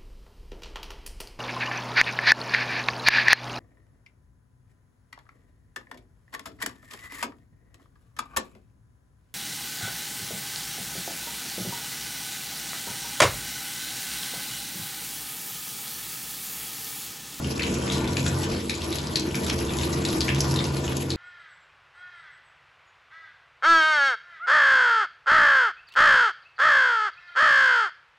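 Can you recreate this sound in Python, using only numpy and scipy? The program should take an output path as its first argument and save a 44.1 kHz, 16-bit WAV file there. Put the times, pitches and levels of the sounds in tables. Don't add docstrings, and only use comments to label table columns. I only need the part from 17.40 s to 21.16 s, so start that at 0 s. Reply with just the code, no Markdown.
import sys
import numpy as np
from scipy import signal
from scipy.fft import next_fast_len
from scipy.io import wavfile
from scipy.ndimage import uniform_filter1d

SR = 44100
rng = np.random.default_rng(int(sys.argv[2]) if len(sys.argv) > 2 else 0)


def unload_audio(sound):
    columns = np.transpose(np.atleast_2d(sound))
    steps = np.round(np.clip(columns, -1, 1) * 32767)
    wavfile.write(sys.argv[1], SR, steps.astype(np.int16))


N = 165816

# [t/s, drum level/dB, then
# level/dB relative to the drum for modes below 82 Hz, at 82-100 Hz, at 100-165 Hz and above 600 Hz]
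DRUMMING = [(0.0, -32.5, -9, -14, 0, -6), (0.07, -29, -7, -14, -4, -25), (0.14, -32.5, -19, -1, -9.5, -15),
            (0.32, -26, -10, -8, -3.5, -17), (0.42, -29.5, -14, -16, -4, -13),
            (0.6, -26.5, -11, -11, -4.5, -9.5), (0.76, -28, -22, 3, -5.5, -13.5),
            (0.92, -29, -9, 0, -1, -11.5), (0.98, -34.5, -19, 7.5, 4.5, -4.5),
            (1.16, -28.5, -15, -3.5, -8, -15), (1.26, -32, -21, 0, -10, -24),
            (1.38, -35.5, -5.5, 1, -6.5, -9), (1.75, -33, -7.5, -4, 1.5, -9.5),
            (1.88, -29.5, -13, -15, -9, -16), (1.93, -35.5, -9, 2, 0, -9.5),
            (1.99, -28.5, -36, -38, -0.5, -14), (2.03, -30, -7, -2, -9, -12),
            (2.5, -31, -4.5, -4, 1.5, -10), (2.73, -28.5, -25, -8, -5.5, -12.5),
            (2.81, -30, -2, -4, -8, -13.5), (2.88, -30, -7, -2, -5, -5.5), (2.95, -29.5, -8, -15, 5, -12.5),
            (3.04, -30, -4, -39, 0, -7), (3.13, -28.5, -6, 4, -0.5, -8.5),
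            (3.49, -30.5, -6, -15, -1.5, -10.5), (3.76, -31.5, -24, 2, -2.5, -15.5)]
# [t/s, level/dB]
MIDDLE_MODES = [(0.0, -56), (0.03, -42), (0.16, -37.5), (0.58, -29), (0.86, -40.5), (0.87, -32.5),
                (1.42, -38.5), (1.51, -31), (1.56, -43.5), (1.89, -29.5), (1.93, -35.5), (2.78, -29),
                (2.85, -37), (3.06, -29.5), (3.69, -35), (3.76, -30)]
# [f/Hz, bandwidth/Hz, relative level/dB]
BASIN_MODES = [(76.03, 3.7, 12.5), (89.1, 5.4, 2.5), (135.3, 7.4, 6.5), (160.4, 3, 0.5), (182.3, 35, -14),
               (196.8, 12, -5), (234.6, 14, -4.5), (272.9, 8.1, -4), (320.3, 9.9, 1.5), (343.2, 9.8, 0.5),
               (361, 13.3, -7), (403.7, 33, -14.5), (453, 11.7, -9), (468, 55, -21.5), (500, 14.5, -16),
               (546, 14, -18), (626.7, 18.6, -6), (707, 81, -16), (874.6, 69, -12.5), (961, 23, -7),
               (1022, 32.5, -9), (1146, 52, -14), (1423, 60, -16), (1514, 67, -17), (1783, 20, -14.5)]
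MODE_GROUP_EDGES = (82, 100, 165, 290, 380, 600)
# [t/s, level/dB]
SPRAY_COURSE = [(0.0, -40.5), (0.47, -36.5), (0.58, -36), (0.7, -39), (0.83, -36.5), (0.94, -39),
                (1.13, -37), (1.36, -45.5), (1.48, -38), (1.81, -41), (2.15, -37), (2.71, -36.5),
                (2.84, -37), (3.09, -35), (3.33, -39.5), (3.51, -37), (3.76, -44)]
# [f/Hz, relative level per Hz/dB]
SPRAY_SPECTRUM = [(30, 4), (55, 18.5), (110, -4), (250, 15), (500, 12.5), (800, 5.5), (1100, 1),
                  (1600, -9.5), (2400, -2.5), (4000, -2.5), (6300, -3), (8000, -3.5), (10500, -3.5),
                  (12500, -9)]
# [f/Hz, level/dB]
SPRAY_SIDE_SPECTRUM = [(30, -59), (150, -8), (400, -2.5), (800, 0.5), (1500, 6), (2500, -4), (4000, -25),
                       (5600, 2), (12500, -24)]
# [t/s, reference level/dB, f/Hz, crackle decay time T60/s,
# left over right/dB, broad crackle relative to the reference level/dB]
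HAND_SPLASHES = [(0.0441, -27.5, 2750, 0.12, 6, 1), (0.164, -28, 5430, 0.03, 3, -6),
                 (0.1941, -18, 2435, 0.06, 4.5, -6), (0.22, -22, 4130, 0.043, 12, -10),
                 (0.2305, -20.5, 3130, 0.05, 4, 1), (0.247, -30, 2580, 0.063, 4, 6),
                 (0.265, -27, 2600, 0.051, 5, 7), (0.341, -24.5, 5560, 0.15, 13, 1),
                 (0.353, -26.5, 2330, 0.062, 1, -5), (0.4762, -27, 2330, 0.052, -0.5, -10),
                 (0.4991, -19, 3360, 0.051, 7, -7), (0.5199, -20, 3930, 0.29, 4.5, 6.5),
                 (0.575, -30, 3840, 0.038, 3, 1), (0.604, -29, 2350, 0.04, 5, -16),
                 (0.6425, -31, 2380, 0.043, -1, 9), (0.6754, -25, 3680, 0.06, 4, -1),
                 (0.732, -32.5, 4100, 0.06, 5, 12), (0.7677, -25.5, 2600, 0.037, 6, 14.5),
                 (0.795, -31, 3650, 0.06, 20, -6), (0.8625, -22, 4000, 0.073, 5, 7),
                 (0.862, -25, 1516, 0.04, 2, 4), (0.88, -15.5, 7450, 0.033, -3, -12),
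                 (0.9865, -13.5, 8540, 0.079, -4, -10), (1.0157, -34, 4860, 0.1, -1, 15),
                 (1.032, -24.5, 3000, 0.1, 6, 8), (1.295, -24, 2250, 0.064, 5, -0.5),
                 (1.295, -20, 3880, 0.11, 5, 8), (1.3398, -24, 4200, 0.21, 4, 7),
                 (1.351, -22, 6660, 0.056, 2, -6), (1.375, -23.5, 6900, 0.027, 4, -12),
                 (1.417, -18.5, 3560, 0.06, 2, -4.5), (1.442, -29, 4050, 0.04, 2, 9),
                 (1.453, -26.5, 7400, 0.05, -2, -4), (1.5257, -21.5, 3690, 0.039, -1, -3),
                 (1.584, -19, 3810, 0.04, 6, -1.5), (1.555, -30.5, 4550, 0.087, 7, 16.5),
                 (1.614, -28, 5470, 0.03, 2, -9), (1.67, -21.5, 4840, 0.076, 0, -2),
                 (1.7563, -8, 4080, 0.068, 7.5, 0), (1.766, -23, 4050, 0.07, -3, -2),
                 (1.7958, -15, 6000, 0.046, 9, -8), (1.8185, -26, 4050, 0.05, 2, -9),
                 (1.909, -30, 2780, 0.045, 5.5, -1), (1.9438, -26, 2320, 0.046, 5, 6),
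                 (1.953, -18.5, 5120, 0.04, 2, 2), (2.0443, -24, 7300, 0.08, -2, 2),
                 (2.0648, -26.5, 3900, 0.064, 0, 8), (2.0969, -25.5, 2440, 0.047, 0.5, 13.5),
                 (2.249, -21, 6700, 0.074, 3, -13), (2.294, -27, 3500, 0.073, 7, -2),
                 (2.335, -27, 4850, 0.044, -1, 9), (2.368, -25.5, 7100, 0.043, 0, 6.5),
                 (2.386, -28.5, 3650, 0.081, 2.0, 13), (2.411, -28, 3130, 0.042, 10, 7),
                 (2.4327, -19.5, 3440, 0.051, 4, 4.5), (2.5272, -24, 4600, 0.036, -1, -27),
                 (2.6498, -15.5, 3920, 0.04, 3, 1.5), (2.6883, -19, 4670, 0.053, 3, -18),
                 (2.729, -23.5, 3920, 0.052, 4, 3), (2.806, -11.5, 4480, 0.045, 6.5, -1),
                 (2.8811, -17, 2210, 0.043, 7, 1.5), (2.889, -14.5, 2550, 0.062, 5, -4),
                 (2.903, -24, 2520, 0.083, 3, -20), (2.947, -20.5, 5850, 0.04, 5, 4.5),
                 (3.0043, -10.5, 5780, 0.026, -2, -3), (3.045, -30, 4270, 0.052, 2, 4),
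                 (3.1105, -23, 4960, 0.017, 0, 2), (3.1232, -24, 5100, 0.017, 0.5, 0),
                 (3.1396, -19, 5350, 0.023, -3, 0), (3.1589, -20, 3820, 0.085, 5, 0),
                 (3.189, -15.5, 3570, 0.065, 1.5, -38), (3.2403, -21.5, 5100, 0.032, 5, 3),
                 (3.3673, -27.5, 4300, 0.092, 8.5, 7.5), (3.478, -22, 2820, 0.028, 2, -1),
                 (3.5672, -29, 6800, 0.037, 9, 13.5), (3.7031, -15.5, 4350, 0.1, 3, -4.5)]

BASIN_SWAY_DB, BASIN_SIDE_DB, BASIN_SIDE_HZ, BASIN_LEFT = 1.54, -7.5, 477, 0.41
HUM_EVEN, HUM_EVEN_HZ = 0.55, 400
SPRAY_OFFSET_DB, SPRAY_FLICKER_DB, SPRAY_LEFT = -4, 4, 0.1
DROPS_PER_S, DROP_OFFSET_DB, DROP_Q = 450, -8.5, 36
TICKS_PER_S, TICK_OFFSET_DB, TICK_Q = 110, -9, 2.2
DROP_SPREAD_DB = 3.4
SPLASH_Q, SPLASH_GRAINS_PER_S, SPLASH_ATTACK_S = 8.5, 6700, 0.0017
CRACKLE_LOW, CRACKLE_HIGH = 0.55, 2.63
SLAP_T60_S, TAIL_DB = 0.014, -8
BUBBLES, BUBBLE_DB, BUBBLE_CYCLES, BUBBLE_SCATTER = 7, 4.5, 9.8, 0.238
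FIRST_RISE, LATE_RISE, LATE_BUBBLE_DB = 0.039, 0.0177, -12.5
ROOM_T60_S, ROOM_DB, WALL_CUT_HZ = 0.28, -5.5, 2100
WALL_ECHO_S, WALL_ECHO_DB = 0.0098, -10
SIDE_BAND_LOW_HZ, SIDE_BAND_HIGH_HZ, SIDE_FADES_HZ = 8115, 9790, 6100
ROLL_OFF_HZ, CUTOFF_HZ = 13000, 12680


def from_db(db):
    return 10 ** (np.asarray(db) / 20)


def rms_one(x):
    return x / np.sqrt(np.mean(x ** 2) + 1e-20)


def at_hz(points, hz):
    f, level_db = np.array(points).T
    return np.interp(np.log(hz), np.log(f), level_db)


def in_time(rows):
    s, *columns = np.transpose(rows)
    return [np.interp(np.arange(N) / SR, s, column) for column in columns]


def drift(rate_hz):
    step = 40
    r = np.exp(-2 * np.pi * step * rate_hz / SR)
    noise = rng.standard_normal(N // step + 2002)
    slow = signal.lfilter([1], [1, -2 * r, r * r], noise)[2000:]
    return np.interp(np.arange(N) / step, np.arange(len(slow)), rms_one(slow))


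def resonate(x, hz, width_hz):
    r = np.exp(-np.pi * width_hz / SR)
    zeros = [(1 - r * r) / 2, 0, (r * r - 1) / 2]
    poles = [1, -2 * r * np.cos(2 * np.pi * hz / SR), r * r]
    return signal.lfilter(zeros, poles, x)


def band(x, low_hz, high_hz):
    return signal.sosfilt(signal.butter(2, [low_hz, high_hz], "band", fs=SR, output="sos"), x)


def left_right(mid, side):
    return np.array([mid + side, mid - side])


def basin(level_db, group_db):
    mid, side, run_in = 0, 0, SR // 4
    for hz, width_hz, db in BASIN_MODES:
        forcing = rng.standard_normal((2, N + run_in))
        ringing = resonate(resonate(forcing, hz, width_hz * 1.5), hz, width_hz * 1.5)
        shared, apart = ringing[:, run_in:]
        if hz < HUM_EVEN_HZ:
            power = uniform_filter1d(shared ** 2, int(3 * SR / hz))
            shared = shared * (power / power.mean() + .02) ** (-HUM_EVEN / 2)
        group = np.searchsorted(MODE_GROUP_EDGES, hz)
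        gain = from_db(db + BASIN_SWAY_DB * drift(3.8) + group_db[group])
        lean = BASIN_LEFT * np.clip(np.log2(hz / 380), 0, 1)
        opening = from_db(BASIN_SIDE_DB) / (1 + (BASIN_SIDE_HZ / hz) ** 2)
        mid = mid + gain * shared
        side = side + gain * (lean * shared + opening * apart)
    return from_db(level_db) * left_right(mid, side) / np.std(band(mid, 170, 600))


def spray(level_db):
    mid, side = 0, 0
    edges = 30 * 2 ** np.arange(0, 8.9, 1 / 3)
    white = rng.standard_normal((2, 2, N))
    gust, spatter = drift(19), drift(54)
    for k, (low, high) in enumerate(zip(edges, edges[1:])):
        shared, apart = band(white[k % 2], low, high)
        hz = np.sqrt(low * high)
        flicker = 0.51 * gust + 0.51 * spatter + 0.82 * drift(9.5)
        depth_db = SPRAY_FLICKER_DB * min(1, hz / 1500)
        gain = from_db(at_hz(SPRAY_SPECTRUM, hz) + depth_db * flicker)
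        lean = SPRAY_LEFT * min(1, hz / 600)
        mid = mid + gain * shared
        side = side + gain * (from_db(at_hz(SPRAY_SIDE_SPECTRUM, hz)) * apart + lean * shared)
    return from_db(level_db + SPRAY_OFFSET_DB) * left_right(mid, side) / np.std(band(mid, 2000, 8000))


def droplets(level_db, per_s, q):
    sizes = from_db(DROP_SPREAD_DB * np.minimum(rng.exponential(1, N), 4)) * rng.choice([-1, 1], N)
    born = rng.random(N) < per_s * from_db(3 * drift(12)) / SR
    dealt = rng.integers(0, 20, N)
    pops = 0
    for k, hz in enumerate(np.geomspace(1200, 11500, 20)):
        impacts = sizes * born * (dealt == k) + 1e-18
        width_hz = hz / q
        pops = pops + from_db(at_hz(SPRAY_SPECTRUM, hz)) * resonate(impacts, hz, width_hz) / np.sqrt(width_hz)
    return from_db(level_db) * rms_one(pops)


def rising_bubbles(t, hz, t60):
    late = np.append(0, rng.uniform(0.13 * t60, 0.36 * t60, BUBBLES - 1))[:, None]
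    first = late == 0
    detune = np.where(first, -0.1, BUBBLE_SCATTER * rng.standard_normal((BUBBLES, 1)))
    cycles = np.maximum(t - late, 0) * hz * np.exp(detune)
    late_db = LATE_BUBBLE_DB - 40 * late / t60 + 5.6 * rng.standard_normal((BUBBLES, 1))
    strength = np.where(first, 1, from_db(late_db))
    rise = np.where(first, FIRST_RISE, LATE_RISE)
    phase = 2 * np.pi * cycles * (1 + rise * np.minimum(cycles, 30) / 2)
    decay = from_db(-60 * cycles / (3 * BUBBLE_CYCLES))
    return np.sum(strength * decay * np.sin(phase), axis=0)


def splashes():
    out, size = np.zeros((2, N + SR)), SR // 4
    t = np.arange(size) / SR
    for s, db, hz, t60, pan_db, broad_db in HAND_SPLASHES:
        impacts = (rng.random(size) < SPLASH_GRAINS_PER_S / SR) * rng.standard_normal(size)
        grains = impacts + 0.12 * rng.standard_normal(size)
        grains = grains * (from_db(-60 * t / SLAP_T60_S) + from_db(TAIL_DB - 60 * t / t60))
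        tuned = resonate(grains, hz, hz / SPLASH_Q)
        broad = band(grains, hz * CRACKLE_LOW, min(hz * CRACKLE_HIGH, 12000))
        parts = [(tuned, -4), (broad, broad_db), (rising_bubbles(t, hz, t60), BUBBLE_DB)]
        burst = sum(from_db(part_db) * part / np.abs(part).max() for part, part_db in parts)
        burst = burst * np.clip(t / SPLASH_ATTACK_S, 0, 1)
        start = int(s * SR)
        out[:, start:start + size] += from_db(db + pan_db / 2 * np.array([[1], [-1]])) * burst
    return out[:, :N]


def room(x):
    t = np.arange(int(ROOM_T60_S * SR)) / SR
    tail = rng.standard_normal((2, len(t))) * from_db(-60 * t / ROOM_T60_S)
    tail = tail * np.clip(t / 0.0092, 0, 1)
    tail = signal.sosfilt(signal.butter(1, WALL_CUT_HZ, fs=SR, output="sos"), tail)
    tail = from_db(ROOM_DB) * tail / np.sqrt(np.sum(tail[0] ** 2))
    tail[:, int(WALL_ECHO_S * SR)] += from_db(WALL_ECHO_DB)
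    return signal.fftconvolve(x[None], tail, axes=1)[:, :N]


def scene():
    drum_db, below_82, to_100, to_165, above_600 = in_time(DRUMMING)
    spray_db, = in_time(SPRAY_COURSE)
    middle_db, = in_time(MIDDLE_MODES)
    hum = basin(drum_db, [below_82, to_100, to_165, 0, middle_db - drum_db, 0, above_600])
    hiss = spray(spray_db)
    drops = droplets(spray_db + DROP_OFFSET_DB, DROPS_PER_S, DROP_Q)
    drops = drops + droplets(spray_db + TICK_OFFSET_DB, TICKS_PER_S, TICK_Q)
    near = splashes() + drops * from_db([[.8], [-.8]])
    return hum + hiss + near + room(near.mean(axis=0))


def record(dry):
    mid, side = (dry[0] + dry[1]) / 2, (dry[0] - dry[1]) / 2
    notch = signal.butter(4, [SIDE_BAND_LOW_HZ, SIDE_BAND_HIGH_HZ], "bandstop", fs=SR, output="sos")
    centre = signal.sosfiltfilt(notch, mid) + from_db(-34.5) * mid
    wider = signal.butter(3, [SIDE_BAND_LOW_HZ - 500, SIDE_BAND_HIGH_HZ + 800], "band", fs=SR, output="sos")
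    side_band = signal.sosfiltfilt(wider, mid)
    turned = signal.hilbert(side_band, next_fast_len(N)).imag[:N]
    low_side = signal.sosfiltfilt(signal.butter(5, SIDE_FADES_HZ, fs=SR, output="sos"), side)
    out = left_right(centre, low_side + from_db(-2.5) * turned)
    out = signal.sosfilt(signal.cheby1(8, .5, ROLL_OFF_HZ, fs=SR, output="sos"), out)
    return signal.sosfilt(signal.cheby2(16, 70, CUTOFF_HZ, fs=SR, output="sos"), out)


dry = scene()
out = record(dry)
unload_audio(out)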